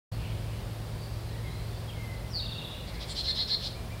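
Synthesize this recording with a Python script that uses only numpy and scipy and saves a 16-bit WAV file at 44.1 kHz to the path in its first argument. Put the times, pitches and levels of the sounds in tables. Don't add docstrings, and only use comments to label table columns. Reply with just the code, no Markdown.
import sys
import numpy as np
from scipy import signal
from scipy.fft import rfft, irfft
from scipy.io import wavfile
from scipy.ndimage import uniform_filter1d

SR = 44100
rng = np.random.default_rng(int(sys.argv[2]) if len(sys.argv) > 2 else 0)


def pcm_store(signal):
    levels = np.round(np.clip(np.atleast_2d(signal), -1, 1) * 32767)
    wavfile.write(sys.argv[1], SR, levels.astype(np.int16).T)


N = 176400

# start_s, length_s, level_db, pitch_hz, roughness, treble_db
SCOLD_NOTES = [(2.859, 0.042, -48.5, 4190, 0.64, -19), (2.932, 0.03, -49, 4180, 0.7, -21),
               (2.989, 0.049, -42, 4130, 0.94, -29), (3.07, 0.054, -42, 4250, .8, -7.5),
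               (3.147, 0.064, -33, 4160, 0.52, -23), (3.238, .077, -29.5, 4226, 0.16, -29),
               (3.347, 0.082, -29.5, 4200, 0.17, -35), (3.473, .076, -28.5, 4230, 0.08, -33),
               (3.6, 0.076, -36, 4150, 0.76, -23)]
# multiple_of_pulse_rate, relative_db
SCOLD_TONES = [(5, -27.5), (6, -26), (9, -28.5), (10, -14), (11, -11), (12, -1), (13, -9), (14, -23),
               (15, -19.5), (16, -31.5)]
# frequency_hz, relative_db
RASP_SPECTRUM = [(1400, -34), (2000, -25), (2700, -17), (3300, -5.5), (4200, -4.5), (4800, -6),
                 (5400, -10.5), (5900, -19), (7000, -30)]
TREBLE_SPECTRUM = [(5500, -28), (6500, -10), (7500, 2), (8300, -6), (9200, -1), (10200, -20), (12000, -30)]
OPENING_SPECTRUM = [(4500, -16), (5000, 2), (5300, -2), (5700, -21), (6200, -25)]

def scolding_bird():
    t, out = clock(), np.zeros(N)
    strongest, release_s, opening_s = 12, 0.02, 0.027
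    rasp, treble, sharp = noise(RASP_SPECTRUM), noise(TREBLE_SPECTRUM), noise(OPENING_SPECTRUM)
    jitter = 1 + 0.0075 * wander(700) + 0.0062 * wander(70)
    flutter = 1 + 0.28 * wander(600)
    stack_rms = np.sqrt(sum(from_db(db) ** 2 for _, db in SCOLD_TONES) / 2)
    stack = []
    for multiple, db in SCOLD_TONES:
        weaker = multiple != strongest
        gain = from_db(db + weaker * 3.5 * wander(120)) / stack_rms
        stack.append((multiple, gain, weaker * 0.75 * wander(180)))
    for start_s, length_s, level_db, pitch_hz, roughness, treble_db in SCOLD_NOTES:
        on = (t > start_s) & (t < start_s + length_s + release_s)
        age = t[on] - start_s
        progress = age / length_s
        swell = np.minimum(progress / 0.55, 1)
        fades = np.clip(age / 0.0041, 0, 1) * np.clip(1 - (age - length_s) / release_s, 0, 1) ** 2
        arch = 1 - 0.13 * (1 - progress / 0.9) ** 2
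        phase = phase_of(pitch_hz / strongest * arch * jitter[on])
        voice = flutter[on] * sum(gain[on] * np.sin(multiple * phase + smear[on] + random_phase())
                                  for multiple, gain, smear in stack)
        rasp_share = np.clip(roughness + 0.74 * (1 - swell ** 2), 0, 1)
        hiss = from_db(0.5) * rasp_share * rasp[on] + from_db(treble_db) * treble[on]
        hiss *= 1 + 0.18 * np.cos(phase)
        opening = from_db(level_db - 16) * np.exp(-(2 * age / opening_s - 1) ** 2) * sharp[on]
        body = from_db(level_db - 14.5 * (1 - swell)) * (np.sqrt(1 - rasp_share ** 2) * voice + hiss)
        out[on] += fades * (opening + body)
    return out + tree_echoes(out, -7.5, decay_s=0.42)


# time_s, pitch_hz, level_db
BUZZ_PATH = [(2.3, 5600, -57), (2.326, 5350, -50), (2.338, 4850, -41), (2.358, 4540, -31.5),
             (2.372, 4380, -31.5), (2.39, 4100, -37), (2.403, 3680, -35), (2.409, 3500, -44)]
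# start_s, flick_db, pip_db
TRILL_BEATS = [(2.39, -44, -49), (2.452, -40.5, -52), (2.514, -39.5, -47), (2.577, -39.5, -49),
               (2.641, -41.5, -52), (2.703, -43, -51), (2.762, -47.5, -51), (2.8, -51, -62)]

def songbird():
    t = clock()
    chop_hz, chop_end_s = 170, 2.385
    pitch_hz, gain = follow(BUZZ_PATH)
    depth = 0.95 * np.clip((chop_end_s - t) / 0.0076, 0, 1)
    chop = 1 + depth * np.cos(2 * np.pi * chop_hz * t)
    buzz = gain * chop * np.sin(phase_of(pitch_hz * (1 + 0.015 * wander(600))))
    trill, warble = np.zeros(N), 0.028 * wander(700)
    for start_s, flick_db, pip_db in TRILL_BEATS:
        trill += chirp(start_s, 0.0237, from_hz=4143, to_hz=3230, level_db=flick_db, bend=warble)
        trill += chirp(start_s + 0.0344, 0.0226, from_hz=2950, to_hz=2600, level_db=pip_db, bend=warble)
    return buzz + trill + tree_echoes(buzz, -0.5) + tree_echoes(trill, 1)


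# time_s, pitch_hz, level_db
WHISTLE_PATH = [(1.875, 3310, -57), (1.9, 3240, -45.5), (1.908, 2700, -49), (1.94, 2250, -57),
                (1.965, 2135, -52), (2.04, 2090, -51.5), (2.11, 2055, -49.5), (2.17, 2015, -60),
                (2.21, 1980, -67)]

def whistling_bird():
    pitch_hz, gain = follow(WHISTLE_PATH)
    flutter = from_db(3.5 * wander(90))
    out = gain * flutter * np.sin(phase_of(pitch_hz * (1 + 0.0081 * wander(400))))
    return out + tree_echoes(out, -2)


# start_s, length_s, from_hz, to_hz, level_db, warble_share
FAR_CHIRPS = [(0.105, 0.053, 4560, 4350, -53.5, 0.043), (0.147, .16, 2900, 2300, -52, 0.14),
              (0.219, .14, 2300, 3100, -52.5, 0.18), (0.443, .16, 2284, 3035, -55.5, .1),
              (0.949, 0.14, 4400, 4750, -54.5, .04), (1.078, .16, 4690, 4760, -62, 0.016),
              (1.218, .13, 4400, 3680, -58, 0.016), (1.239, 0.19, 1644, 2150, -57.5, 0.018),
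              (1.415, .11, 2210, 2020, -51.5, 0.0267), (1.38, .28, 3700, 4350, -57, 0.0121),
              (1.462, .04, 3430, 3140, -55, .005), (1.52, 0.17, 2136, 2150, -61, 0.027),
              (1.62, 0.17, 4520, 4400, -59, 0.028), (1.724, 0.036, 3550, 3570, -55, 0.0038),
              (2.09, .08, 4260, 4220, -61, 0.0063), (2.802, 0.31, 2123, 2280, -53, 0.098)]

def far_birds():
    warble = wander(259)
    out = sum(chirp(*note, bend=share * warble) for *note, share in FAR_CHIRPS)
    return from_db(-3.5) * out + tree_echoes(out, -1)


# start_s, length_s, top_pitch_hz, level_db
PEEP_NOTES = [(3.726, .08, 2426, -55.5), (3.896, 0.053, 2420, -51.5)]

def peeping_bird():
    out, warble = np.zeros(N), 0.015 * wander(400)
    for start_s, length_s, top_hz, level_db in PEEP_NOTES:
        progress = np.clip((clock() - start_s) / length_s, 0, 1)
        arch = -0.29 * (1 - progress / 0.67) ** 2
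        out += chirp(start_s, length_s, top_hz, top_hz, level_db, bend=warble + arch)
    return out + tree_echoes(out, -2)


# start_s, level_db
INSECT_BUZZES = [(.09, -68), (.69, -66), (1.41, -66), (2.02, -65), (2.62, -66), (3.33, -68)]

def insect(pitch_hz=11300, length_s=0.097):
    wobble = 0.0038 * wander(600)
    return sum(chirp(start_s, length_s, pitch_hz, pitch_hz, db, wobble) for start_s, db in INSECT_BUZZES)


# time_s, firing_rate_hz, level_db
ENGINE_PATH = [(.12, 109.5, -38), (.8, 110, -39), (1.3, 111.5, -39), (2.0, 111.5, -39), (2.58, 111.5, -41),
               (2.68, 111.5, -52), (3.55, 112, -49), (3.72, 113, -44), (4, 111, -46.5)]
# multiple_of_firing_rate, relative_db
ENGINE_TONES = [(.5, -11), (.8, -11), (1, -0.5), (1.4, -10.5), (3.18, -23.5)]

def distant_engine():
    firing_hz, gain = follow(ENGINE_PATH)
    phase = phase_of(firing_hz * (1 + 0.0032 * wander(8.6)))
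    drone = sum(from_db(db + wander(7.56)) * np.sin(multiple * phase + random_phase())
                for multiple, db in ENGINE_TONES)
    return np.sqrt(2) * gain * drone


# frequency_hz, relative_db
RUMBLE_SPECTRUM = [(16, -23), (30, -13), (44, 2.5), (62, 0.5), (80, -3.5), (125, -5.5), (170, -9.5),
                   (230, -13), (320, -30.5), (600, -41)]
AIR_SPECTRUM = [(150, -9.5), (320, 1.5), (560, 2), (800, -2.5), (1050, -5), (1400, -8.5), (2600, -11.5),
                (4800, -12), (6100, -20), (7600, -20.5), (9300, -18.5), (11000, -22), (15700, -23)]
# time_s, level_db
RUMBLE_LEVELS = [(.12, -36.5), (1.0, -41.5), (2.7, -40.5), (3.2, -40.5), (4, -40.5)]

def woodland_air():
    rumble_db = np.interp(clock(), *np.array(RUMBLE_LEVELS).T)
    rumble = from_db(rumble_db + 0.5 * wander(3.67)) * noise(RUMBLE_SPECTRUM)
    hiss = from_db(-46.5 + 0.083 * wander(4.05)) * noise(AIR_SPECTRUM)
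    return rumble + hiss


def tree_echoes(sound, level_db, decay_s=0.69, delay_s=0.01):
    t = clock()[:SR]
    tail = rng.standard_normal(SR) * np.exp(-np.log(1000) * t / decay_s) * (t > delay_s)
    return from_db(level_db) * signal.fftconvolve(sound, tail / np.sqrt(np.sum(tail ** 2)))[:N]


def chirp(start_s, length_s, from_hz, to_hz, level_db, bend):
    progress = np.clip((clock() - start_s) / length_s, 0, 1)
    pitch_hz = (from_hz + (to_hz - from_hz) * progress) * (1 + bend)
    return from_db(level_db) * np.sqrt(2) * np.sin(np.pi * progress) * np.sin(phase_of(pitch_hz))


def follow(path):
    time_s, pitch_hz, level_db = np.array(path).T
    t = clock()
    gate = uniform_filter1d(1.0 * ((t > time_s[0]) & (t < time_s[-1])), size=128)
    return np.interp(t, time_s, pitch_hz), from_db(np.interp(t, time_s, level_db)) * gate


def noise(spectrum):
    hz, db = np.array(spectrum).T
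    bins_hz = np.maximum(np.arange(N // 2 + 1) * SR / N, 1)
    gain = from_db(np.interp(np.log(bins_hz), np.log(hz), db))
    roll_off = np.minimum(bins_hz / hz[0], 1) ** 2 * np.minimum(hz[-1] / bins_hz, 1) ** 2
    return unit_rms(irfft(rfft(rng.standard_normal(N)) * gain * roll_off, N))


def wander(rate_hz):
    hold = max(int(SR / rate_hz), 2)
    steps = np.repeat(rng.standard_normal(N // hold + 2), hold)
    return unit_rms(uniform_filter1d(steps, hold)[rng.integers(hold):][:N])


def phase_of(pitch_hz):
    return 2 * np.pi * np.cumsum(pitch_hz) / SR


def random_phase():
    return rng.uniform(0, 2 * np.pi)


def from_db(db):
    return 10 ** (np.asarray(db) / 20)


def unit_rms(x):
    return x / np.sqrt(np.mean(x ** 2))


def clock():
    return np.arange(N) / SR


def scene():
    birds = scolding_bird() + songbird() + whistling_bird() + far_birds() + peeping_bird()
    return (birds + insect() + distant_engine() + woodland_air())[None]


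def record(dry):
    silence_s, top_hz = 0.1151, 15720
    fade_in = np.clip((clock() - silence_s) / 0.007, 0, 1)
    low_pass = signal.ellip(10, 0.1, 80, top_hz, fs=SR, output="sos")
    return signal.sosfilt(low_pass, dry * fade_in)


dry = scene()
out = record(dry)
pcm_store(out)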